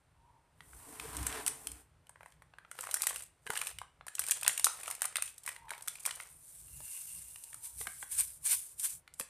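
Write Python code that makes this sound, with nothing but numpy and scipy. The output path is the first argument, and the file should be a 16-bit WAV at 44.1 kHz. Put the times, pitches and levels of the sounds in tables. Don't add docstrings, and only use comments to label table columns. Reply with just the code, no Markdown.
import sys
import numpy as np
from scipy import signal
from scipy.fft import rfft, irfft, next_fast_len
from scipy.io import wavfile
from scipy.ndimage import uniform_filter1d, map_coordinates

SR = 44100
rng = np.random.default_rng(int(sys.argv[2]) if len(sys.argv) > 2 else 0)


def to_wav(sig):
    pcm = np.clip(np.atleast_2d(sig), -1, 1) * 32767
    pcm = np.round(pcm).astype(np.int16)
    wavfile.write(sys.argv[1], SR, pcm.T)


N = 409688


def amp(db):
    return 10 ** (np.asarray(db) / 20)


def unit(x):
    return x / np.sqrt(np.mean(x ** 2) + 1e-20)


def along(points, hz):
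    f, v = np.transpose(points)
    return np.interp(np.log(hz + 1), np.log(f + 1), v)


def gains(rows):
    times, *columns = np.transpose(rows)
    t = np.arange(N) / SR
    return [amp(np.interp(t, times, levels, left=-150, right=-150)) for levels in columns]


def swell(start, length, rise_db, fall_db):
    t = np.arange(N) / SR
    before = np.clip(start - t, 0, None)
    after = np.clip(t - start - length, 0, None)
    return amp(-rise_db * before - fall_db * after)


def wobble(rate):
    knots = rng.standard_normal(int(N * rate / SR) + 4)
    return map_coordinates(knots, [np.arange(N) * rate / SR])


def filtered(x, response):
    m = next_fast_len(N + SR // 2)
    return irfft(rfft(x, m) * response(np.fft.rfftfreq(m, 1 / SR)), m)[..., :N]


def colour(points):
    return lambda hz: amp(along(points, hz))


def resonances(modes):
    def response(f):
        total = 0
        for k, (centre, width, db) in enumerate(modes):
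            damping = 1j * f * width
            total = total + (-1) ** k * amp(db) * damping / (centre * centre - f * f + damping)
        return total
    return response


def band(x, hz, ratio):
    b, a = signal.butter(2, [hz / ratio, hz * ratio], "band", fs=SR)
    return unit(signal.lfilter(b, a, x))


def struck(shape, carrier):
    return unit(shape * carrier) * np.sqrt(np.mean(shape ** 2)) / shape.max()


def crackle(rate, spread_db, life_s, smooth):
    sizes = amp(spread_db * np.clip(rng.standard_normal(N), -3, 2))
    hits = (rng.random(N) < rate / SR) * sizes
    bursts = signal.lfilter([1], [1, -np.exp(-1 / (life_s * SR))], hits)
    return unit((smooth + unit(bursts)) * rng.standard_normal(N))


def patchy(x, depth_db):
    z = signal.stft(x, nperseg=512)[2]
    field = uniform_filter1d(rng.standard_normal(z.shape), size=8, axis=0)
    field = uniform_filter1d(field, size=8, axis=1)
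    return signal.istft(z * amp(depth_db * unit(field)), nperseg=512)[1][:N]


def burst(t, lag, rise, t60):
    return (t > lag) * (1 - np.exp(-np.abs(t - lag) / rise)) * amp(-60 * (t - lag) / t60)


# (time [s], crack level [dB], level of the sheet's body [dB], pitch of the sheet [Hz])
CREASES = [(0.606, -51, -40, 1930), (0.733, -52, -47, 1540), (0.998, -29.5, -28.5, 2530),
           (1.168, -23, -37, 3280), (1.229, -27, -46, 1030), (1.267, -14.5, -33, 1440),
           (1.3, -50, -35, 1500), (1.326, -31.5, -31, 3160), (1.408, -52, -40, 990),
           (1.464, -16.5, -28.5, 3000), (1.472, -18.5, -34, 1380), (1.479, -11.5, -29.5, 2030),
           (1.671, -18, -32, 3060), (1.717, -30, -48, 2320), (2.069, -50, -52, 3020),
           (2.094, -39.5, -47.5, 950), (2.158, -61, -46.5, 1040), (2.208, -56, -43, 940),
           (2.231, -50, -44, 1110), (2.26, -46, -41.5, 1000), (2.322, -51, -51.5, 3200),
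           (2.421, -47.5, -46, 1060), (2.537, -68, -46, 1570), (2.585, -48.5, -39, 1610),
           (2.649, -71, -45.5, 1360), (2.714, -31.5, -37, 1390), (2.789, -30, -33, 1350),
           (2.809, -22.5, -45, 1430), (2.831, -50, -40, 1280), (2.838, -30, -35.0, 1100),
           (2.87, -38, -33, 1210), (2.891, -42, -35.5, 1020), (2.912, -22.5, -27.5, 4000),
           (2.942, -10.5, -30.5, 1480), (2.962, -45, -38, 1700), (2.969, -24.5, -34.5, 1940),
           (3.007, -34, -37, 2160), (3.02, -11, -31, 3970), (3.033, -23.5, -30, 2460),
           (3.038, -21, -35.5, 1210), (3.069, -10, -24.5, 1890), (3.096, -21, -33, 3230),
           (3.108, -36, -33, 1120), (3.16, -23.5, -31, 2810), (3.223, -30.5, -50, 2400),
           (3.466, -35, -34, 1750), (3.473, -36, -32.5, 1640), (3.503, -21, -23.5, 1440),
           (3.534, -30, -38, 875), (3.554, -38, -29.5, 2800), (3.566, -42, -29.5, 1700),
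           (3.574, -18.5, -25, 2880), (3.59, -36, -35, 3030), (3.615, -19.5, -24, 2420),
           (3.624, -45, -36, 1400), (3.67, -22.5, -28.5, 2600), (3.786, -30, -30.5, 2950),
           (3.816, -41, -32.5, 1052), (4.01, -78.5, -41, 1400), (4.067, -31.5, -41.5, 1050),
           (4.082, -29.5, -34.5, 1720), (4.152, -21.5, -39.5, 3070), (4.183, -48.5, -34.5, 2700),
           (4.194, -13, -31, 1530), (4.218, -29.5, -33, 3000), (4.239, -24, -34.5, 2370),
           (4.266, -23, -52, 1870), (4.277, -27, -42, 1510), (4.285, -19.5, -38, 2620),
           (4.296, -26.5, -33, 1800), (4.31, -7.5, -30, 2520), (4.318, -14.5, -25, 2780),
           (4.412, -28.5, -37, 3450), (4.425, -50.5, -39, 1220), (4.431, -18.5, -28, 2580),
           (4.447, -39, -25.5, 3440), (4.452, -48, -37, 980), (4.464, -26, -21, 2600),
           (4.474, -44, -25, 1950), (4.479, -2.5, -21.5, 1550), (4.495, -35, -24.5, 1940),
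           (4.577, -17.5, -26.5, 2820), (4.596, -18, -34, 2130), (4.644, -3, -17, 3830),
           (4.657, -12.5, -53, 2300), (4.668, -18, -20, 1330), (4.833, -28.5, -35, 2480),
           (4.859, -33, -36, 2330), (4.879, -26, -29.5, 1300), (4.902, -24, -39.5, 1020),
           (4.911, -19.5, -33.5, 2200), (4.951, -26.5, -45, 2360), (5.009, -37.5, -65, 2000),
           (5.019, -14.5, -28, 1680), (5.029, -23, -37, 1480), (5.042, -25, -30.5, 2060),
           (5.049, -53, -33.5, 1260), (5.054, -16, -33.5, 1340), (5.157, -21, -21.5, 2150),
           (5.168, -17.5, -20.5, 3620), (5.184, -52.5, -32.5, 1370), (5.223, -15, -26.5, 2550),
           (5.278, -34, -36.5, 3360), (5.38, -32, -50, 3430), (5.435, -36, -95, 890),
           (5.463, -25, -40.5, 2120), (5.477, -25, -27, 1990), (5.49, -24.5, -30.5, 1890),
           (5.563, -39, -38, 2000), (5.683, -65, -46, 1800), (5.693, -38.5, -41.5, 2390),
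           (5.706, -26, -29, 1600), (5.716, -43, -33.5, 860), (5.735, -42, -33.5, 2200),
           (5.823, -30, -61, 1980), (5.876, -26, -35, 1370), (5.882, -17, -28.5, 3460),
           (5.955, -35, -38, 2450), (5.985, -55, -44, 2330), (6.002, -36, -62, 3080),
           (6.053, -21, -29, 2380), (6.061, -11, -33.5, 1110), (6.074, -37, -35.5, 1100),
           (6.08, -31, -37, 1530), (6.091, -38, -34, 1970), (6.109, -28, -27, 3000),
           (6.201, -44, -32, 2100), (6.682, -57, -56, 2730), (6.804, -36, -48, 910),
           (7.359, -35, -39, 2880), (7.438, -30.5, -79, 2220.0), (7.53, -38, -42.5, 1800),
           (7.544, -30, -47, 1320), (7.812, -42, -35, 2000), (7.856, -53, -48, 990),
           (7.87, -26.5, -27, 1610), (8.027, -54, -33, 1566), (8.797, -22, -57, 3075),
           (9.077, -48.5, -41.5, 2040), (9.139, -35, -70.5, 2130.0), (9.198, -15.5, -35, 1220),
           (9.21, -28, -31.5, 2640)]
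# (frequency [Hz], gain [dB])
CRACK_SPECTRUM = [(1500, -34), (3000, -12.5), (5000, -9.5), (7000, -6.5), (9000, -5.5), (15000, -13)]
# (frequency [Hz], gain [dB])
SHEET_SPECTRUM = [(250, -17.5), (500, -1), (1000, 0.5), (1500, -1), (2500, -3), (4000, -7.5), (6000, -11),
                  (9000, -13.5)]


def snaps():
    crack, body = np.zeros((2, N + SR))
    t = np.arange(SR // 20) / SR
    for s, crack_db, body_db, hz in CREASES:
        crack_noise, sheet_noise = rng.standard_normal((2, len(t)))
        lags, sizes, ratios = rng.random((3, 3))
        after = sum(0.3 * size * burst(t, 0.001 + 0.003 * lag, 0.0003, 0.01) for lag, size in zip(lags, sizes))
        sharp = 1.3 * burst(t, 0, 0.0002, 0.0055)
        tail = 0.13 * burst(t, 0, 0.0015, 0.04)
        bright = struck(sharp + after + tail, crack_noise)

        upper = sum(0.54 * size * np.sin(2 * np.pi * hz * (0.88 + 1.5 * ratio) * t)
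                    for size, ratio in zip(sizes, ratios))
        ring = np.sin(2 * np.pi * hz * t) + upper + 0.84 * band(sheet_noise, hz, 2.08)
        pocket = amp(-8) * ratios[0] * burst(t, 0.002, 0.004, 0.035) * np.sin(2 * np.pi * 4050 * t)
        dull = struck(burst(t, 0, 0.0006, 0.011) + 0.3 * after, ring) + pocket

        start = round(s * SR)
        crack[start:][:len(t)] += amp(crack_db) * bright
        body[start:][:len(t)] += amp(body_db) * dull
    return filtered(crack, colour(CRACK_SPECTRUM)) + filtered(body, colour(SHEET_SPECTRUM))


# (start [s], length [s], rustle level [dB], level of the sheet's body [dB])
FOIL_GRIPS = [(2.228, 0.082, -78, -74), (2.791, 0.14, -55, -55), (3.009, 0.17, -50, -50.5),
              (3.533, 0.15, -52, -51), (4.2, 0.18, -55.5, -54.5), (4.468, 0.1, -50.5, -55),
              (4.664, 0.26, -54.5, -52.5), (5.003, 0.21, -75, -61), (5.24, 0.049, -55, -68),
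              (5.481, 0.035, -57, -55), (5.728, 0.069, -77, -55.5), (5.88, 0.16, -60.5, -67),
              (6.073, 0.13, -56.5, -59.5), (6.218, 0.059, -65, -63)]
GRIP_DB_PER_S, LET_GO_DB_PER_S = 284, 210


def hands():
    rustle, body = np.zeros((2, N))
    for s, length, rustle_db, body_db in FOIL_GRIPS:
        grip = swell(s, length, GRIP_DB_PER_S, LET_GO_DB_PER_S)
        rustle += amp(rustle_db) * grip
        body += amp(body_db) * grip
    fine = crackle(300, spread_db=6, life_s=0.0015, smooth=0.7)
    coarse = crackle(170, spread_db=7, life_s=0.002, smooth=0.8)
    bright = rustle * unit(filtered(fine, colour(CRACK_SPECTRUM)))
    return bright + body * unit(filtered(coarse, colour(SHEET_SPECTRUM)))


# (time [s], hiss level [dB])
POWDER_STREAM = [(6.3, -61.5), (6.4, -65.5), (6.46, -59), (6.59, -56.5), (6.67, -59.5), (6.95, -46),
                 (7.2, -52.5), (7.61, -60.5), (7.95, -54), (8.08, -61), (8.12, -88)]
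# (time [s], surge level [dB], trickle after it [s])
POWDER_JOLTS = [(7.651, -49.5, 0.01), (7.811, -48.5, 0.098), (8.02, -56.5, 0.033), (8.127, -42, .05),
                (8.196, -35.5, .18), (8.466, -35.5, 0.082), (8.521, -33, 0.22), (8.804, -48, 0.049),
                (8.849, -38.5, 0.13), (8.907, -57, 0.03), (9.205, -57, 0.11)]
THROW_DB_PER_S, SURGE_S, SETTLE_DB_PER_S = 747, 0.016, 445
TRICKLE_DB, THINS_DB_PER_S, STOP_DB_PER_S = -9.5, 75, 496


def powder_flow():
    flow = gains(POWDER_STREAM)[0]
    for s, db, trickle in POWDER_JOLTS:
        surge = swell(s - SURGE_S / 2, SURGE_S, THROW_DB_PER_S, SETTLE_DB_PER_S)
        thinning = swell(s, 0, THROW_DB_PER_S, THINS_DB_PER_S)
        stragglers = thinning * swell(0, s + trickle, 0, STOP_DB_PER_S)
        flow = flow + amp(db) * (surge + amp(TRICKLE_DB) * stragglers)
    return flow


# (frequency [Hz], relative level [dB])
GRAIN_SPECTRUM = [(1500, -41.5), (3000, -14.5), (5000, -8.5), (7000, -2), (9000, 0.5), (15000, -3.5)]
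# (frequency [Hz], width [Hz], relative level [dB])
POUCH_MODES = [(1093, 59, 10.5), (1640, 310, 10), (2290, 490, 12), (3440, 2300, 5)]
# (frequency [Hz], width [Hz], relative level [dB])
SPOUT_MODES = [(2110, 230, 1), (2540, 250, 4.5), (2770, 250, 9), (4280, 310, -3)]
# (time [s], level before random flutter [dB])
SPOUT_LEVEL = [(6.62, -95), (6.7, -72), (6.97, -60), (7.2, -70.5), (7.5, -78)]


def powder():
    flow = powder_flow()
    grains = amp(0.98 * wobble(70)) * crackle(3200, spread_db=4, life_s=0.0006, smooth=1.2)
    ticking = unit(patchy(filtered(grains, colour(GRAIN_SPECTRUM)), depth_db=1.5))
    pouch = sum(amp(3.5 * wobble(40)) * filtered(grains, resonances([mode])) for mode in POUCH_MODES)
    drum = amp(1.0) * flow ** 1.335 * unit(pouch)
    spout = resonances(SPOUT_MODES)
    flutter = amp(3 * wobble(28))
    whistle = gains(SPOUT_LEVEL)[0] * flutter * unit(filtered(grains, lambda f: spout(f) ** 2))
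    return flow * ticking + drum + whistle


# (time [s], scrape level [dB], level of the bowl's body [dB])
BOWL_SLIDE = [(0.5, -99, -85), (0.64, -68, -71), (0.766, -60.5, -65.5), (0.898, -57.5, -57),
              (1.146, -52.5, -48), (1.34, -54, -44.5), (1.63, -57.5, -57), (1.808, -65, -65),
              (1.95, -109, -102)]
# (frequency [Hz], width [Hz], relative level [dB])
BOWL_MODES = [(298, 43, 3), (436, 29, 4), (748, 170, -4.5), (1004, 134, -3), (1460, 910, -9)]


def drag():
    scrape, shake = gains(BOWL_SLIDE)
    rub = crackle(1800, spread_db=11, life_s=0.002, smooth=2.4)
    scrape_spectrum = [(1000, 2.0), (2500, -17.5), (5000, -3), (8000, 2.5), (15000, 0.5)]  # (Hz, dB)
    fizz = unit(filtered(rub, colour(scrape_spectrum)))
    walls = sum(amp(3.5 * wobble(18)) * filtered(rub, resonances([mode])) for mode in BOWL_MODES)
    return scrape * fizz + shake * unit(walls)


# (time [s], level [dB], pitch [Hz])
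FINGER_KNOCKS = [(2.787, -41.5, 512), (3.461, -43, 435), (3.496, -32, 440), (6.802, -51.5, 610),
                 (7.806, -39.5, 460), (7.87, -38.5, 676), (8.028, -44, 790), (9.202, -35.5, 493)]


def knocks():
    out = np.zeros(N + SR)
    t = np.arange(SR // 10) / SR
    shape = burst(t, 0, 0.0026, 0.043)
    for s, db, hz in FINGER_KNOCKS:
        puff = unit(uniform_filter1d(rng.standard_normal(len(t)), size=24))
        tone = np.sin(2 * np.pi * hz * t)
        out[round(s * SR):][:len(t)] += amp(db) * shape * (tone + 0.5 * puff)
    return out[:N]


# (frequency [Hz], time to decay by 60 dB [s])
KITCHEN_DECAY = [(300, 0.11), (2000, 0.39), (9000, 0.29), (15000, 0.04)]


def room(x):
    out, step = np.zeros(N + SR), SR // 4
    delay = 350
    for i in range(0, N, step):
        hz, t, z = signal.stft(rng.standard_normal(SR // 2), SR, nperseg=256)
        decay = amp(-60 * t / along(KITCHEN_DECAY, hz)[:, None])
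        tail = signal.istft(z * decay, SR, nperseg=256)[1]
        wet = signal.fftconvolve(x[i:i + step], tail / np.linalg.norm(tail))
        out[i + delay:][:len(wet)] += wet
    return out[:N]


# (time [s], level [dB])
FLOOR_BUMPS = [(.75, -64), (1.09, -65), (1.23, -49), (1.74, -61.5), (3.75, -65.5), (6.74, -63.5),
               (7.19, -65.5), (7.8, -59), (8.2, -63)]
# (frequency [Hz], relative level [dB])
FLOOR_TONES = [(61, 6.5), (92, -0.5)]
# (frequency [Hz], relative level [dB])
RUMBLE_SPECTRUM = [(20, -50), (40, -5), (62, -0.5), (100, -5), (165, -4.5), (200, -28), (300, -20),
                   (500, -78)]
# (frequency [Hz], relative level [dB])
AIR_SPECTRUM = [(200, -1.5), (500, 0), (1000, -0.5), (2000, -6), (5000, -16), (15000, -28.5)]
# (start [s], length [s], level before random flutter [dB])
HOLLOW_SOUNDS = [(0.252, 0.1, -66), (5.646, 0.061, -56), (7.39, 0.31, -74)]
RUMBLE_DB, DRAG_RUMBLE_DB = -69, -23.5
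BUMP_RISE_DB_PER_S, BUMP_FALL_DB_PER_S = 174, 144.5
RING_DB = 3


def background():
    bumps = sum(amp(db) * swell(s, 0, BUMP_RISE_DB_PER_S, BUMP_FALL_DB_PER_S) for s, db in FLOOR_BUMPS)
    bowl_body = gains(BOWL_SLIDE)[1]
    shaking = amp(RUMBLE_DB) + amp(DRAG_RUMBLE_DB) * bowl_body + bumps
    lumps = amp(3.5 * wobble(14)) * rng.standard_normal(N)
    rumble = shaking * unit(filtered(lumps, colour(RUMBLE_SPECTRUM)))

    t = np.arange(N) / SR
    tones = sum(amp(db) * np.sin(2 * np.pi * hz * t + 0.38 * wobble(8.2)) for hz, db in FLOOR_TONES)
    ring = amp(RING_DB) * bumps * tones

    air = amp(-72.5) * unit(filtered(rng.standard_normal(N), colour(AIR_SPECTRUM)))

    level = sum(amp(db) * swell(s, length, rise_db=130, fall_db=91) for s, length, db in HOLLOW_SOUNDS)
    narrow = resonances([(922, 130, 0)])
    hollow_noise = unit(filtered(rng.standard_normal(N), lambda f: narrow(f) ** 2))
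    hollow = level * amp(1.3 * wobble(30)) * hollow_noise
    return rumble + ring + air + hollow


# (frequency [Hz], gain [dB])
STEREO_WIDTH = [(3000, -61.5), (3900, -47.5), (6000, -8), (9000, -3.5), (15000, -3)]


def scene():
    clicks = snaps() + knocks()
    spread = amp(-12) * room(clicks) + hands() + powder() + drag() + background()
    z = signal.stft(spread + 0.13 * clicks, nperseg=128)[2]
    random_phase = np.exp(2j * np.pi * rng.random(z.shape))
    shifted = signal.istft(z * random_phase, nperseg=128)[1][:N]
    side = filtered(shifted, colour(STEREO_WIDTH))
    middle = clicks + spread
    return np.array([middle + side, middle - side])


# (frequency [Hz], gain [dB])
TREBLE_COLOUR = [(5000, -2.5), (7000, -1), (8300, 6), (9100, 8.5), (10500, 3.5), (12000, 0.5), (14200, 2),
                 (14500, -28.5), (15600, -42.5)]
TOP_HZ = 15628


def record(dry):
    return filtered(dry, lambda hz: amp(along(TREBLE_COLOUR, hz)) * (hz < TOP_HZ))


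dry = scene()
out = record(dry)
to_wav(out)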